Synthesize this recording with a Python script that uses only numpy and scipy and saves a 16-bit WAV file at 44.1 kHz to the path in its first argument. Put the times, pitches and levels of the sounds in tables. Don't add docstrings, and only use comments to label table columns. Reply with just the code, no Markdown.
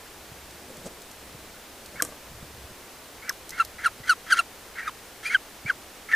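import sys
import numpy as np
from scipy import signal
from scipy.fft import rfft, irfft, next_fast_len
from scipy.io import wavfile
from scipy.ndimage import map_coordinates

SR = 44100
rng = np.random.default_rng(int(sys.argv[2]) if len(sys.argv) > 2 else 0)


def generate_wav(signal):
    frames = np.transpose(np.atleast_2d(signal))
    scaled = np.clip(frames, -1, 1) * 32767
    pcm = np.round(scaled).astype(np.int16)
    wavfile.write(sys.argv[1], SR, pcm)


N = 271215
TOP_HZ = 15450
PRE_ROLL_S = 0.005

# frequency in Hz, gain in dB.
BREATH_COLOUR = [(400, -34), (1000, -41), (2500, -17.5), (3200, 11), (3550, 0), (4100, 3), (4750, 2.5),
                 (5400, -4.5), (6150, 2), (7500, -8.5), (9500, -3), (11000, -15), (15000, -28)]


def chick(catch_s=0.0045, push_s=0.017, break_s=0.006, plain_overtones_db=-29):
    # yelp onset, lead-in length and yelp length in seconds; whistle, first yelp and
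    # last yelp pitch in Hz; whistle, lead-in rasp, push and yelp level in dB; relative gain of the
    # octave, the upper overtones and the hiss in dB.
    calls = [ (2.003, .047, 0.0076, 2270, 1590, 1270, -46, -46.5, -42, -23, -39, -22, -26),
             (3.297, 0.074, 0.0091, 2304, 1793, 1290, -45, -48, -34, -23, -34, -29, -19),
             (3.600, 0.081, 0.023, 2140, 1360, 1320, -43, -45.5, -30, -13, -14.5, -20.5, -11),
             (3.859, 0.076, 0.018, 2090, 1462, 1250, -41, -40.5, -22.5, -13.5, -17, -14.5, -13),
             (4.094, .059, 0.038, 2074, 1520, 1258, -43, -46, -29, -12.5, -17.5, -12.5, -6),
             (4.322, 0.057, .021, 1950, 1602, 1306, -57, -39.5, -21, -10, -15.5, -11, -9),
             (4.39, 0.047, 0.017, 1400, 1374, 1344, -31, -34.5, -25.5, -14, -6, -12, -7),
             (4.791, 0.037, 0.04, 2250, 1876, 1890, -43, -41, -45, -35, -25, -25, -16),
             (4.878, 0.054, 0.014, 2390, 1270, 1183, -44, -44, -32, -24.5, -15, -12, -19),
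             (5.26, .031, 0.035, 1750, 2366, 2440, -43, -41.5, -39, -26.5, -16, -6, -4),
             (5.347, 0.047, 0.017, 2250, 1630, 1466, -28.5, -32, -30, -10, -12.5, -29, -10.5),
             (5.698, .037, 0.015, 2384, 1632, 1315, -31, -41.5, -30, -15, -21, -26, -13.5),
             (6.135, .047, 0.028, 2266, 1835, 1560, -40, -37, -23, -12.5, -31, -29, -16)]
    out = np.zeros(N)
    for onset, lead, length, whistle_hz, yelp_hz, last_hz, *levels in calls:
        whistle_db, lead_db, push_db, yelp_db, octave_db, upper_db, hiss_db = levels
        start = onset - PRE_ROLL_S
        drop_hz = yelp_hz - whistle_hz
        whistle_glide = whistle_hz * 2 ** np.array([-0.117, 0, -0.055])
        add(out, start - lead, note(lead, whistle_glide, ramp(whistle_db, -9.5), -25, -25))
        add(out, start - lead, rasp(lead, 1750, lead_db - 3.5, lead_db + 3.5, hiss_db))
        push_hz = whistle_hz + 0.74 * drop_hz
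        add(out, start - catch_s - push_s, rasp(push_s, push_hz, push_db - 8, push_db, hiss_db))
        break_hz = whistle_hz + 0.541 * drop_hz
        break_glide = ramp(break_hz, yelp_hz - break_hz)
        voice_break = note(break_s, break_glide, ramp(-31, 4), plain_overtones_db, plain_overtones_db)
        add(out, start - break_s, voice_break)
        yelp_glide = ramp(yelp_hz, last_hz - yelp_hz)
        yelp_fade_db = yelp_db + np.array([0, -4.5, -12])
        add(out, start, note(length, yelp_glide, yelp_fade_db, octave_db, upper_db))
        add(out, start, rasp(length, push_hz, -32, -46, hiss_db))
        plunge = last_hz * 2 ** ramp(0, -0.32)
        add(out, start + length, note(0.0061, plunge, ramp(-32, -4.5), octave_db, upper_db))
        add(out, start + 0.96 * length, rasp(0.02, last_hz, push_db - 7, push_db - 29.5, hiss_db))
    # start and length in seconds, pitch in Hz, level in dB.
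    undertone = (4.392, .019, 688, -41)
    onset, length, hz, db = undertone
    growl = note(length, ramp(hz, 0), ramp(db, 0), plain_overtones_db, plain_overtones_db)
    add(out, onset - PRE_ROLL_S, growl)
    return out


def note(length, glide_hz, levels_db, octave_db, upper_db, jitter=0.019, shimmer_db=0.74, air_db=-17):
    # frequency in Hz, gain in dB.
    throat = [(3000, 4), (3900, -6.5), (4600, -3), (5400, -15), (6400, -10), (7600, -19), (9000, -10.5),
              (10200, -12.5), (11300, -26), (13000, -23), (15500, -41)]
    t = np.arange(-PRE_ROLL_S, 0.1, 1 / SR)
    progress = np.clip(t / length, 0, 1)
    pitch = arc(progress, *glide_hz) * (1 + jitter * wobble(t, 590))
    phase = 2 * np.pi * np.cumsum(pitch) / SR
    harmonics = np.arange(3, 11)[:, None]
    uneven_db = 2.4 * np.array([wobble(t, 140) for _ in harmonics])
    blur = 0.45 * np.array([wobble(t, 600) for _ in harmonics])
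    gains = amp(along(throat, harmonics * pitch) + uneven_db) * (harmonics * pitch < TOP_HZ)
    upper = (gains * np.sin(harmonics * phase + blur)).sum(0)
    tone = np.sin(phase) + amp(octave_db) * np.sin(2 * phase) + amp(upper_db) * upper
    air = amp(upper_db + air_db) * noise(BREATH_COLOUR, len(t)) * (1 + np.sin(phase))
    level = amp(arc(progress, *levels_db) + shimmer_db * wobble(t, 440))
    return (np.sqrt(2) * tone + air) * level * gate(t, length, edge=0.0021)


def rasp(length, centre_hz, first_db, last_db, hiss_db, soft_width_hz=1100, loud_width_hz=380):
    # frequency in Hz, gain in dB.
    flutter_colour = [(700, -36), (1050, -41), (1300, 10.5), (1700, 7), (2250, 5.5), (2450, -4), (2800, 1),
                      (4000, -60)]
    t = np.arange(-PRE_ROLL_S, 0.1, 1 / SR)
    width_hz = np.interp((first_db + last_db) / 2, [-42, -28], [soft_width_hz, loud_width_hz])
    flutter = filtered(noise(flutter_colour, len(t)), lambda hz: 1 / (1 + 2j * (hz - centre_hz) / width_hz))
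    swell = unit(abs(signal.hilbert(flutter)))
    flutter /= np.hypot(1.34, swell)
    opening = gate(t, length, edge=0.0015)
    flutter /= np.sqrt(np.average(flutter ** 2, weights=opening))
    hiss = amp(hiss_db) * unit((1 + swell) * noise(BREATH_COLOUR, len(t)))
    return (flutter + hiss) * amp(np.interp(t, [0, length], [first_db, last_db])) * opening


def snap(ring_db=-17, ring_t60=0.02, scatter_db=-38, scatter_t60=0.22):
    # start in seconds, crack peak in dB, knock gain in dB.
    cracks = [(2.023, 1.5, -28.5), (2.0493, -23, -50), (2.0507, -19, -39), (2.089, -48, -44),
              (2.123, -49, -42)]
    # frequency in Hz, gain in dB.
    crack_colour = [(200, -29), (1500, -6), (2750, -8), (3200, -2.5), (3600, -26), (4050, -7), (4500, -16),
                    (5400, 1), (7200, 1), (8800, 5.5), (9500, -1.5), (11300, -0.5), (14300, -11),
                    (16000, -38)]
    # frequency in Hz, gain in dB, seconds to fall by 60 dB.
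    body_modes = [(309, -5.5, 0.18), (488, -2.5, 0.064), (634, 4.5, 0.029), (1170, 2.5, 0.034),
                  (1580, -3, 0.04), (2060, -4, 0.013)]
    out, t = np.zeros(N), np.arange(SR // 5) / SR
    crack = impulse(crack_colour)
    tail = amp(ring_db - 60 * t / ring_t60) + amp(scatter_db - 60 * t / scatter_t60)
    for start, db, knock_db in cracks:
        add(out, start, amp(db) * crack / abs(crack).max())
        add(out, start, amp(db) * tail * noise(crack_colour, len(t)))
        add(out, start, amp(knock_db) * ringing(body_modes, t))
    return out


def tool_clinks(ring_db=-6, tick_db=-8, tick_t60=0.037):
    # start in seconds, gain in dB, extra gain of the ring in dB.
    touches = [(0.509, -38, 1), (.770, -37, -18), (1.019, -33, -18), (1.113, -35, -4), (1.860, -32, -18),
               (3.2942, -24.5, 10.5), (3.2953, -35, 14), (3.326, -41, 5), (3.4927, -26, -18),
               (3.506, -29, 0), (3.649, -26.5, -4)]
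    # frequency in Hz, gain in dB, seconds to fall by 60 dB.
    metal_modes = [(4420, -25.5, .03), (5290, 0, 0.019), (6070, 0, 0.014), (8300, -10, 0.023),
                   (11300, -24, 0.046), (12500, -7, 0.014), (13600, -24, .02)]
    # frequency in Hz, gain in dB.
    tick_colour = [(2500, -19), (4200, 7), (5400, 3.5), (7500, 5.5), (9000, 1), (12500, 4), (16000, -7)]
    out, t = np.zeros(N), np.arange(SR // 8) / SR
    for start, db, metal_db in touches:
        tick = amp(tick_db - 60 * t / tick_t60) * noise(tick_colour, len(t))
        ring = amp(ring_db + metal_db) * ringing(metal_modes, t)
        add(out, start, amp(db) * (tick + ring))
    return out


def soft_bumps(rise_s=0.0047, trim_db=-5):
    # time in seconds, gain in dB.
    bumps = [(0.319, -38.5), (.545, -39.5), (.775, -38), (1.348, -39.5), (2.315, -34.5), (2.425, -30),
             (2.705, -38), (3.517, -42), (4.003, -39), (5.649, -31.5)]
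    # frequency in Hz, gain in dB.
    thud_colour = [(30, -2), (70, 0.5), (135, 12.5), (190, 1.5), (280, -5.5), (600, -40)]
    out, t = np.zeros(N), np.arange(SR // 8) / SR
    envelope = t / rise_s * np.exp(1 - t / rise_s)
    for time, db in bumps:
        add(out, time - rise_s / 2, amp(db + trim_db) * envelope * noise(thud_colour, len(t)))
    return out


def body_movement(rest_rumble_db=-65.5, edge_s=0.055):
    # midpoint and length in seconds, rumble gain and cloth gain in dB.
    moves = [(.42, 0.24, -58, -67), (0.81, 0.36, -65, -51), (1.37, 0.24, -57, -56.5),
             (2.02, 0.22, -53, -52), (2.375, .16, -47, -57), (2.62, 0.11, -48, -65), (3.7, .8, -61.5, -74)]
    # frequency in Hz, gain in dB.
    rumble_colour = [(12, -34), (20, -17), (65, 19), (200, 0), (260, -50), (440, -120)]
    cloth_colour = [(80, 2), (200, 12), (600, 12), (1000, -6.5), (3000, -16), (8000, -4), (15000, -29)]
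    t = np.arange(N) / SR
    rumble, cloth = amp(rest_rumble_db), 0
    for middle, length, rumble_db, cloth_db in moves:
        motion = gate(t - middle + length / 2, length, edge_s)
        rumble = rumble + amp(rumble_db) * motion
        cloth = cloth + amp(cloth_db) * motion
    folds = amp(4.5 * wobble(t, 45))
    return rumble * noise(rumble_colour, N) + cloth * folds * noise(cloth_colour, N)


def forest_hush(level_db=-45.5):
    # frequency in Hz, gain in dB.
    hush_colour = [(59, -3), (100, -6), (140, -6.5), (162, -9), (205, -3.5), (420, -1.5), (457, -2),
                   (564, -2.5), (1260, -6.5), (1370, -6), (2870, -9.5), (14500, -16), (15500, -19)]
    # frequency in Hz, left-right likeness from 0 to 1.
    likeness = [(60, 1.0), (150, 0.99), (380, 0.95), (950, 0.89), (2380, 0.85), (5980, 0.6), (15000, 0.47)]

    def mid_side_gains(hz):
        angle = np.arccos(along(likeness, hz)) / 2
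        return np.array([np.cos(angle), np.sin(angle)])

    mid, side = filtered(np.array([noise(hush_colour, N), noise(hush_colour, N)]), mid_side_gains)
    return amp(level_db) * unit(np.array([mid + side, mid - side]))


def ringing(modes, t):
    return sum(amp(db + rng.normal() - 60 * t / t60) * np.sin(2 * np.pi * hz * t + 0.5 * wobble(t, 103))
               for hz, db, t60 in modes)


def impulse(colour, size=1024):
    cepstrum = irfft(np.log(amp(along(colour, np.fft.rfftfreq(size, 1 / SR)))))
    cepstrum[1:size // 2] *= 2
    cepstrum[size // 2 + 1:] = 0
    return irfft(np.exp(rfft(cepstrum)))


def noise(colour, size):
    return unit(filtered(rng.standard_normal(size), lambda hz: amp(along(colour, hz))))


def filtered(x, response):
    size = x.shape[-1]
    padded = next_fast_len(2 * size)
    return irfft(rfft(x, padded) * response(np.fft.rfftfreq(padded, 1 / SR)), padded)[..., :size]


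def wobble(t, rate, size=256):
    return map_coordinates(rng.standard_normal(size), [t * rate], mode="wrap")


def gate(t, length, edge):
    return (1 + np.tanh(t / edge)) * (1 + np.tanh((length - t) / edge)) / 4


def ramp(first, change):
    return first + change * np.array([0, 0.5, 1])


def arc(progress, first, middle, last):
    return np.polyval(np.polyfit([0, 0.5, 1], [first, middle, last], 2), progress)


def along(points, hz):
    freqs, values = np.transpose(points)
    return np.interp(np.log(abs(hz) + 1), np.log(freqs + 1), values)


def add(track, start, x):
    part = track[max(round(start * SR), 0):][:len(x)]
    part += x[:len(part)]


def amp(db):
    return 10 ** (np.asarray(db) / 20)


def unit(x):
    return x / np.sqrt(np.mean(abs(x) ** 2) + 1e-20)


def scene():
    near = chick() + snap() + tool_clinks() + soft_bumps() + body_movement()
    return near + forest_hush()


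def record(dry):
    return filtered(dry, lambda hz: hz < TOP_HZ)


dry = scene()
out = record(dry)
generate_wav(out)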